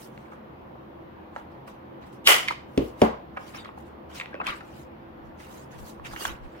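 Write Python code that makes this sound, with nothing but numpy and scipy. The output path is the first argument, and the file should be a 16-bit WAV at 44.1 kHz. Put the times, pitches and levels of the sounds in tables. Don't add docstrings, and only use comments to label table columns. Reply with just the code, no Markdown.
import sys
import numpy as np
from scipy import signal
from scipy.fft import rfft, irfft
from scipy.io import wavfile
from scipy.ndimage import uniform_filter1d

SR = 44100
rng = np.random.default_rng(int(sys.argv[2]) if len(sys.argv) > 2 else 0)


def unload_wav(signal):
    wavfile.write(
        sys.argv[1],
        SR,
        np.round(np.clip(np.atleast_2d(signal).T, -1, 1) * 32767).astype(np.int16),
    )


def volts(x):
    e = np.asarray(x, float) / 20
    return 10 ** e


N = 291060

# hz, density_db_per_hz
FINE_FIBRES = [(7500, -6.5), (10000, 3), (13000, 2), (16000, 6.5)]
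# hz, density_db_per_hz
BRIGHT_EDGE = [(2500, -38), (4000, 9.5), (7000, -4.5), (11000, -7.5), (16000, -13.5)]
PORTS = np.array([[.5], [-.5]])


def evened(x):
    return x / np.sqrt(np.mean(x ** 2) + 1e-20)


def read(points, hz):
    f, value = np.transpose(points)
    return np.interp(np.log(hz + 1), np.log(f + 1), value)


def add(mix, s, sound):
    part = mix[..., round(s * SR):][..., :sound.shape[-1]]
    part += sound[..., :part.shape[-1]]


def coloured(x, points, turn=1):
    size = x.shape[-1]
    gain = volts(read(points, np.fft.rfftfreq(size, 1 / SR)))
    return irfft(rfft(x) * turn * gain, size)


def pair(mid, side):
    # hz, side_re_mid_db
    port_width = [(60, -14.5), (110, -16), (200, -13), (380, -1), (700, 1), (1290, 3), (2380, 0),
                  (4400, 0.5), (8120, -0.5), (15000, 0)]
    side = coloured(side, port_width, 1j)
    return np.array([mid + side, mid - side])


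def ring(modes, seconds=.4, rise_s=0.00069):
    t = np.arange(round(seconds * SR)) / SR
    sines = np.zeros(len(t))
    for k, (hz, db, t60_s) in enumerate(modes):
        decay = volts(db - 60 * t / max(t60_s, .004))
        sines += (-1) ** k * decay * np.sin(2 * np.pi * hz * t)
    return sines * (1 - np.exp(-(t / rise_s) ** 2))


def click(colour):
    hz = abs(np.fft.fftfreq(4096, 1 / SR))
    log_gain = np.log(volts(np.maximum(read(colour, hz), -90)))
    pulse = np.fft.ifft(np.exp(log_gain - 1j * signal.hilbert(log_gain).imag)).real[:2048]
    return pulse / np.linalg.norm(pulse)


def burst(t60_s, pulse):
    flurry = rng.standard_normal(2049) * volts(-60 * np.arange(2049) / SR / t60_s)
    return signal.fftconvolve(pulse, flurry / np.linalg.norm(flurry))


def hum():
    # hz, density_db_per_hz
    hum_colour = [(15, -47), (25, -12.5), (102, -14), (175, -6.5), (293, -7), (326, -6), (451, -12.5),
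                  (516, -7), (575, -12.5), (936, -13), (1070, -15.5), (1330, -21), (3160, -34), (8830, -65),
                  (16000, -51)]
    # hz, width_hz, gain_db
    duct_bumps = [(76.6, 27, 13), (132.3, 14, 11), (217, 15, 8), (334.9, 15, 8.5), (24, 21, -9),
                  (12400, 4000, 7.5)]
    level_db = -46.5
    a, b, c, d, patches_db = rng.standard_normal((N // 256 + 5, 513, 5)).T
    patches_db = evened(uniform_filter1d(uniform_filter1d(patches_db, 8, 0), 14, 1))
    grains = np.array([a + 1j * b, c + 1j * d]) * volts(patches_db)
    noise = signal.istft(grains, nperseg=1024, noverlap=768)[1][:, :N]
    hz = np.fft.rfftfreq(N, 1 / SR)
    bumps_db = sum(db / (1 + (2 * (hz - f) / w) ** 2) for f, w, db in duct_bumps)
    mid, side = irfft(rfft(noise) * volts(read(hum_colour, hz) + bumps_db), N)
    return volts(level_db) * pair(mid, side) / np.std(mid)


def fibres(colour, per_s, spread_db, patchy_db):
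    slips = (rng.random((2, N)) < per_s / SR) * rng.standard_normal((2, N))
    clumps = volts(spread_db * evened(uniform_filter1d(rng.standard_normal(N), 300)))
    z = signal.stft(slips * clumps, nperseg=256)[2]
    patches = rng.standard_normal(z.shape[:0:-1])
    patches = evened(uniform_filter1d(uniform_filter1d(patches, 10, 0), 3, 1)).T
    rubbed = signal.istft(z * volts(patchy_db * patches), nperseg=256)[1][:, :N]
    return evened(coloured(rubbed, colour))


def slides():
    # full_speed_s, swell_s, hold_s, hiss_db, bend_0_to_1
    feeding = [(0.0, .01, 0.048, -56, 0), (0.15, .05, 0.11, -72, 0.26), (0.32, 0.027, 0.019, -71, 0.5),
               (1.359, 0.033, .003, -67.5, 0.5), (1.38, .02, 0.013, -68, 0.62),
               (1.52, .04, 0.027, -79, 0.7), (1.677, 0.0082, 0.0091, -57, 0.4),
               (2.025, 0.017, 0.014, -70, 0.76), (2.066, 0.014, .003, -66, .3),
               (2.128, 0.0084, .003, -63, 0.2), (2.819, 0.12, 0.068, -61, 0),
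               (3.031, 0.044, .003, -45.5, 0.4)]
    turning = [(3.37, .006, 0.0028, -67, .1), (3.41, 0.051, 0.025, -64, 0.32),
               (3.475, .05, 0.025, -58.5, 0.34), (3.549, 0.025, 0.036, -55.5, 0.63),
               (3.65, 0.022, 0.014, -70.5, 0.98), (3.785, 0.021, .003, -64, .2),
               (3.803, .01, 0.0027, -69, .1), (3.86, 0.027, 0.023, -71.5, 0.39),
               (4.10, .01, .02, -64.5, 0.53), (4.155, 0.032, 0.032, -50, 0.49),
               (4.28, .03, 0.033, -78, 0.67), (4.335, .02, 0.022, -81, 1), (4.445, 0.011, .01, -60, 0.76),
               (4.469, 0.021, 0.037, -55.5, 1), (4.56, 0.087, 0.013, -58.5, 0.62),
               (4.66, 0.083, 0.019, -67, 0.25), (4.77, 0.13, 0.035, -60, 0.3)]
    lifting = [(5.26, 0.036, 0.018, -78, .3), (5.40, 0.024, 0.053, -59.5, 0.38),
               (5.525, 0.12, 0.044, -57.5, 0.17), (5.59, 0.033, 0.04, -63.5, 0.22),
               (5.715, 0.014, 0.04, -62, 0.45), (5.79, 0.021, 0.009, -57, 0.16),
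               (5.87, 0.084, 0.025, -53.5, 0.088), (6.056, 0.016, 0.0069, -52, 0.59),
               (6.129, 0.055, 0.0083, -51.5, 0.24), (6.169, 0.017, 0.0088, -55.5, 0.58),
               (6.21, 0.045, 0.046, -41.5, 0.16), (6.27, 0.022, 0.035, -52.5, 0.66),
               (6.44, 0.035, 0.013, -70.5, 0.68), (6.58, 0.18, 0.055, -69.5, 0.61)]
    # hz, density_db_per_hz
    hiss_colour = [(2500, 3), (4000, 5.5), (6000, 6), (8500, 2.5), (11500, -2)]
    # hz, density_db_per_hz
    crinkle_colour = [(350, -5), (600, -4), (1110, -3), (1330, -1), (2940, -2), (3600, -8.5), (4810, -17),
                      (6000, -50.5), (7800, -83), (13200, -120)]
    swell_db, fade_db_per_s = 18, 292.5
    crinkle_flat_db, crinkle_bent_db = -9, 19.5
    fizz_flat_db, fizz_bent_db = 0.5, -28
    t, power = np.arange(N) / SR, np.zeros((3, 2, N))
    for strokes, pan_db in (feeding, -1.5), (turning, 0.5), (lifting, -2.5):
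        for s, swell_s, hold_s, db, bend in strokes:
            on = slice(max(round((s - .15) * SR), 0), round((s + .4) * SR))
            rise_db = swell_db * np.maximum(s - t[on], 0) / max(swell_s, .004)
            fade_db = fade_db_per_s * np.maximum(t[on] - s - hold_s, 0)
            crinkle_db = crinkle_flat_db + (crinkle_bent_db - crinkle_flat_db) * bend
            fizz_db = fizz_flat_db + (fizz_bent_db - fizz_flat_db) * bend
            shares_db = np.array([0, crinkle_db, fizz_db])[:, None, None]
            power[..., on] += volts(db - rise_db - fade_db + shares_db + PORTS * pan_db) ** 2
    hiss, crinkle, fizz = uniform_filter1d(np.sqrt(power), size=200, axis=2)
    sheet = hiss * pair(*fibres(hiss_colour, per_s=11000, spread_db=1.0, patchy_db=4.0))
    sheet += fizz * pair(*fibres(FINE_FIBRES, per_s=27000, spread_db=2.0, patchy_db=1.5))
    return sheet + crinkle * pair(*fibres(crinkle_colour, per_s=10000, spread_db=0.9, patchy_db=4.0))


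def ticks():
    # start_s, peak_db, ring_hz, left_right_db
    corner_pips = [(0.1768, -34, 1700, -2), (0.2834, -45, 1500, -3), (0.754, -45, 1000, 0),
                   (1.3622, -22, 1100, -2), (3.3715, -30, 2300, 0), (3.5477, -34, 2200, -2),
                   (3.6478, -30, 1900, -1), (3.6567, -32, 1150, -3), (4.1995, -21.5, 2300, 2),
                   (4.258, -28, 2000, 2), (4.3425, -32, 1800, 2), (5.997, -33, 1050, -4),
                   (6.2525, -11, 1400, -5)]
    dull_ticks = [(0.319, -38, 980, -12), (0.333, -41, 1200, -3), (1.365, -30.5, 880, -2),
                  (1.677, -43, 1140, -8), (3.365, -38, 1310, -6), (3.37, -22, 930, -2),
                  (3.374, -26.5, 1223, -4), (3.69, -33, 1080, -.5), (3.776, -33.5, 794, .5),
                  (4.211, -23.5, 1940, 1), (4.344, -30, 536, -14), (4.351, -35, 1540, 5),
                  (4.3995, -28, 885, 12), (4.41, -33, 1200, 4), (4.414, -24, 1130, 13.5),
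                  (4.607, -34.5, 1330, 9), (5.40, -42, 2000, -8), (6.134, -32, 835, -5),
                  (6.1611, -32.5, 1640, -16), (6.215, -32.5, 406, -1), (6.55, -42, 1410, -5)]
    lever_release = [
        (2.4778, -24, 2300, -8),
        (2.4832, -14.5, 2110, -8),
        (2.505, -27, 1040, -2),
        (2.5105, -28, 2300, -8),
        (2.5215, -28, 1150, -10),
    ]
    edge_ticks = [
        (3.546, -36.5, 1217, -3),
        (3.802, -56, 1290, -2),
        (4.098, -50, 1310, 3),
        (4.484, -27.5, 1200, 16),
        (4.504, -34, 1400, 4),
        (5.787, -45, 1190, 2),
        (6.048, -39, 2360, -1),
        (6.218, -40, 1560, -6),
    ]
    sheet_flicks = [
        (4.4675, -19, 2500, 2),
    ]
    # multiple_of_ring_pitch, density_db_per_hz
    struck_patch = [(.2, -58.5), (.45, 0.5), (.9, 2), (1.1, 7), (2.2, -10.5), (3.2, -23), (6, -51)]
    kinds = ((0.33, -0.36, 0.029, lever_release), (1, 3.6, 0.0077, sheet_flicks),
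             (0.39, 2.3, 0.079, edge_ticks), (0.27, -39, 0.037, dull_ticks), (.35, -16, .009, corner_pips))
    out, bright = np.zeros((2, N)), click(BRIGHT_EDGE)
    for ringing, edge_db, t60_s, events in kinds:
        for s, db, hz, pan_db in events:
            body = ring([(hz, 0, t60_s)], 4096 / SR, 1.5 / hz)
            patch = [(hz * ratio, patch_db) for ratio, patch_db in struck_patch]
            flurry = burst(t60_s, click(patch))
            sound = ringing * body / abs(body).max() + (1 - ringing) * flurry / abs(flurry).max()
            sound += volts(edge_db) * burst(0.05, bright)
            add(out, s, volts(db + PORTS * pan_db) * sound)
    return out


def singing():
    # start_s, length_s, level_db, from_hz, to_hz
    sung_notes = [(0.255, 0.012, -57, 2230, 2220), (2.487, 0.014, -32, 2120, 2080),
                  (2.509, 0.0048, -23.5, 1140, 1130), (3.123, 0.029, -45.5, 1080, 1150),
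                  (3.144, .015, -60, 2310, 2300), (3.55, 0.025, -53.5, 5470, 5500),
                  (3.567, .014, -62, 7100, 6940), (3.574, 0.04, -51.5, 3800, 3660),
                  (3.616, 0.022, -59, 3670, 3690), (3.587, 0.036, -60, 4770, 4630),
                  (4.329, 0.011, -44.5, 1600, 1610), (4.352, 0.048, -56, 2650, 2560),
                  (4.399, .018, -40.5, 2650, 2580), (4.402, 0.014, -33.5, 1080, 1170),
                  (4.47, 0.036, -38, 993, 1317), (4.504, 0.043, -44, 1295, 1090),
                  (6.043, 0.021, -51, 2680, 2700), (6.108, .014, -50, 1680, 1690),
                  (6.15, 0.039, -58, 1780, 3600), (6.173, .024, -52, 2920, 2940),
                  (6.193, 0.037, -49, 4800, 4620), (6.215, 0.041, -45.5, 2820, 2940),
                  (6.251, 0.0123, -36.5, 3430, 3320), (6.2522, 0.0025, -34, 6900, 6400),
                  (6.253, 0.0059, -31, 1376, 1510), (6.27, .035, -45.5, 2900, 3240)]
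    width_re_pitch, fuzz_re_tone = .1, .9
    out = np.zeros((2, N))
    for s, length_s, db, from_hz, to_hz in sung_notes:
        u = np.arange(round(length_s * SR)) / (length_s * SR)
        turn = np.exp(2j * np.pi * np.cumsum(from_hz + (to_hz - from_hz) * u) / SR)
        r = np.exp(-np.pi * width_re_pitch * from_hz / SR)
        noise = rng.standard_normal((4096, 4)).T
        slow = signal.lfilter([1], [1, -2 * r, r * r], noise[:2] + 1j * noise[2:])[:, -len(u):]
        tone = evened(((1 + fuzz_re_tone * slow / np.std(slow)) * turn).imag)
        add(out, s, volts(db) * tone * np.sin(np.pi * u) ** .5)
    return pair(*out)


def punch():
    # hz, density_db_per_hz
    cut_colour = [(300, -17.5), (1000, -13), (2000, -3), (3700, 0), (4600, -11.5), (16000, -16.5)]
    # hz, density_db_per_hz
    crack_colour = [(150, -46.5), (250, -25.5), (308, -14.5), (460, -7), (1060, -8), (1310, -5),
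                    (1670, -9.5), (1980, -1), (2710, -7), (2960, -0.5), (3910, -16.5), (12100, -15.5),
                    (16000, -19.5)]
    # hz, level_db, t60_s
    shell_modes = [(1400, -5, .006), (2400, 0, .007), (3000, -2, .008), (3700, -6, .005)]
    # delay_s, strength
    rattle_hits = [
        (.0105, .3),
        (0.0275, .22),
        (0.027, -.22),
        (.033, .2),
        (.0515, .22),
        (0.06, -.15),
        (.0715, .16),
        (.092, .12),
        (.11, .06),
    ]
    snap_s, snap_db, shear_db, bang_db = 2.2727, 4.5, -15, 20.5
    jolt_db, jolt_s = -25, 0.0021
    near, bang, t = np.zeros(N), np.zeros(N), np.arange(-.03, 0, 1 / SR)
    shear = evened(np.convolve(rng.standard_normal(len(t)), click(cut_colour))[:len(t)])
    add(near, snap_s + t[0], shear * volts(shear_db + 1400 * t))
    blows = np.zeros(6000)
    blows[[0, 52, 117, 330]] = 1, -.7, .5, .3
    for delay_s, strength in rattle_hits:
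        blows[round(delay_s * SR)] = strength
    crack = click(crack_colour)
    strike = .8 * ring(shell_modes, 2048 / SR, .0003) + crack
    strike += burst(.008, click(BRIGHT_EDGE))[:2048] + burst(.012, click(FINE_FIBRES))[:2048]
    add(near, snap_s, volts(snap_db) * signal.fftconvolve(strike, blows))
    u = np.arange(2000) / SR / jolt_s
    add(near, snap_s, volts(jolt_db) * u * np.exp(1 - u))
    add(bang, snap_s, volts(bang_db) * crack)
    return near, bang


def knocks():
    # start_s, peak_db, bounce_delay_s, bounce_share, room_energy_db
    desk_hits = [
        (2.7758, -10.5, .025, 0.23, 8.5),
        (3.0169, -4.5, 0.00817, 0.57, 11.5),
    ]
    # hz, level_db, t60_s
    rim_modes = [(59, -19.5, 0.4), (261.6, -1, 0.057), (302, -3.5, 0.055), (378.5, -2, 0.04),
                 (480, -6.5, 0.024), (620, -14, 0.0316)]
    # hz, level_db, t60_s
    base_modes = [(64.5, -17.5, 0.53), (124, -13, 0.074), (224.2, -7.5, 0.17), (297, -6, 0.21),
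                  (387.7, -4.5, 0.058), (440, -1.5, 0.16), (602, -3.5, 0.05), (730, -10.5, 0.077),
                  (794, -12.5, .08), (920, -14, 0.09)]
    # hz, density_db_per_hz
    thud_colours = [
        [(59, -33), (100, -3.5), (163, -14.5), (247, -4), (495, -8.5), (793, -30), (1130, -31), (1450, -38), (2910, -35), (4160, -45), (9000, -61), (11700, -72), (19800, -120)],
        [(59, -48), (100, -7.5), (158, -12), (194, 5.5), (339, -7.5), (425, 2), (580, -3.5), (630, -4.5), (993, -7), (1270, -15.5), (2180, -20.5), (14000, -59)],
    ]
    # hz, density_db_per_hz
    plastic_colour = [(500, -13.5), (1100, -0.5), (1600, -6.5), (2400, 2), (3500, -3.5), (6000, -12.5),
                      (11000, -24), (16000, -25)]
    tap_db, clack_db = 1.5, -11.5
    near, thud, plastic = np.zeros(N), np.zeros(N), click(plastic_colour)
    for hit, modes, colour in zip(desk_hits, (rim_modes, base_modes), thud_colours):
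        s, db, delay_s, share, room_db = hit
        boom = ring(modes, 0.44, 0.00068)
        blow = volts(db) * boom / abs(boom).max()
        add(near, s, blow)
        add(near, s + delay_s, share * blow)
        add(near, s, volts(db + tap_db) * burst(0.035, plastic))
        add(near, s, volts(db + clack_db) * plastic)
        add(thud, s, volts(room_db) * click(colour))
    return near, thud


def squeak():
    start_s, end_s, pitch_hz, level_db, ramp_s = 5.21, 5.33, 5550, -86, 0.017
    t = np.arange(N) / SR
    envelope = np.clip(np.minimum(t - start_s, end_s - t) / ramp_s, 0, 1)
    return volts(level_db) * np.sin(2 * np.pi * pitch_hz * t) * envelope


def air():
    # centre_s, level_db, half_length_s
    sheet_puffs = [
        (5.239, -59, 0.066),
        (5.804, -46, 0.055),
        (6.025, -55, .04),
        (6.13, -49, 0.032),
        (6.314, -41, 0.034),
        (6.448, -41, 0.035),
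    ]
    t = np.arange(N) / SR
    lump_colour = [(12, -25.0), (25, -23.0), (45, -3), (80, -44.0), (200, -92)]  # hz, density_db_per_hz
    a, b = coloured(rng.standard_normal((2, N)), lump_colour)
    level = sum(volts(db) * np.exp(-((t - s) / half_s) ** 2) for s, db, half_s in sheet_puffs) / np.std(a)
    return level * np.array([a + 0.9 * b, a - 1.34 * b])


def room(x):
    # hz, t60_s
    room_decay = [(250, 0.22), (660, 0.39), (1740, 0.33), (4590, 0.37), (12100, 0.25)]
    clusters = volts(.6 * evened(uniform_filter1d(rng.standard_normal(SR), 90)))
    build_up = 1 - np.exp(-np.arange(SR) / SR / .007)
    taps = rng.standard_normal((2, SR)) * clusters * build_up
    hz, t, z = signal.stft(taps, SR, nperseg=128)
    tail = signal.istft(z * volts(-60 * t / read(room_decay, hz)[:, None]), SR, nperseg=128)[1]
    tail = tail / np.linalg.norm(tail[0])
    return pair(*signal.fftconvolve(x[None], tail, axes=1)[:, :N])


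def scene():
    small, (snap, bang), (boom, thud) = ticks(), punch(), knocks()
    small_mid = small.mean(0)
    centre = small_mid + boom
    direct = pair(centre + .5 * snap, .9 * centre + snap) + (small - small_mid)
    wet = volts(-1) * room(volts(-8.0) * small_mid + bang + thud)
    return direct + wet + slides() + air() + hum() + squeak() + singing()


def low_pass(x):
    return signal.sosfilt(signal.butter(12, 16240, fs=SR, output="sos"), x)


def record(dry):
    recovery_db_per_s, threshold_db, edge_hz = 97.0, -6.5, 15950
    power = signal.lfilter([1 / 130], [1, 1 / 130 - 1], (dry ** 2).max(0))
    power_db = 10 * np.log10(abs(power) + 1e-12)
    fall_db = np.arange(N) * recovery_db_per_s / SR
    held_db = np.maximum.accumulate(power_db + fall_db) - fall_db
    over_db = np.maximum(held_db - threshold_db, 0)
    ducked = np.clip(dry / volts(.85 * over_db), -1, 1)
    lowpass = signal.firwin(511, edge_hz, window=("kaiser", 9), fs=SR)
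    return low_pass(signal.oaconvolve(ducked, lowpass[None], "same"))


dry = scene()
out = record(dry)
unload_wav(out)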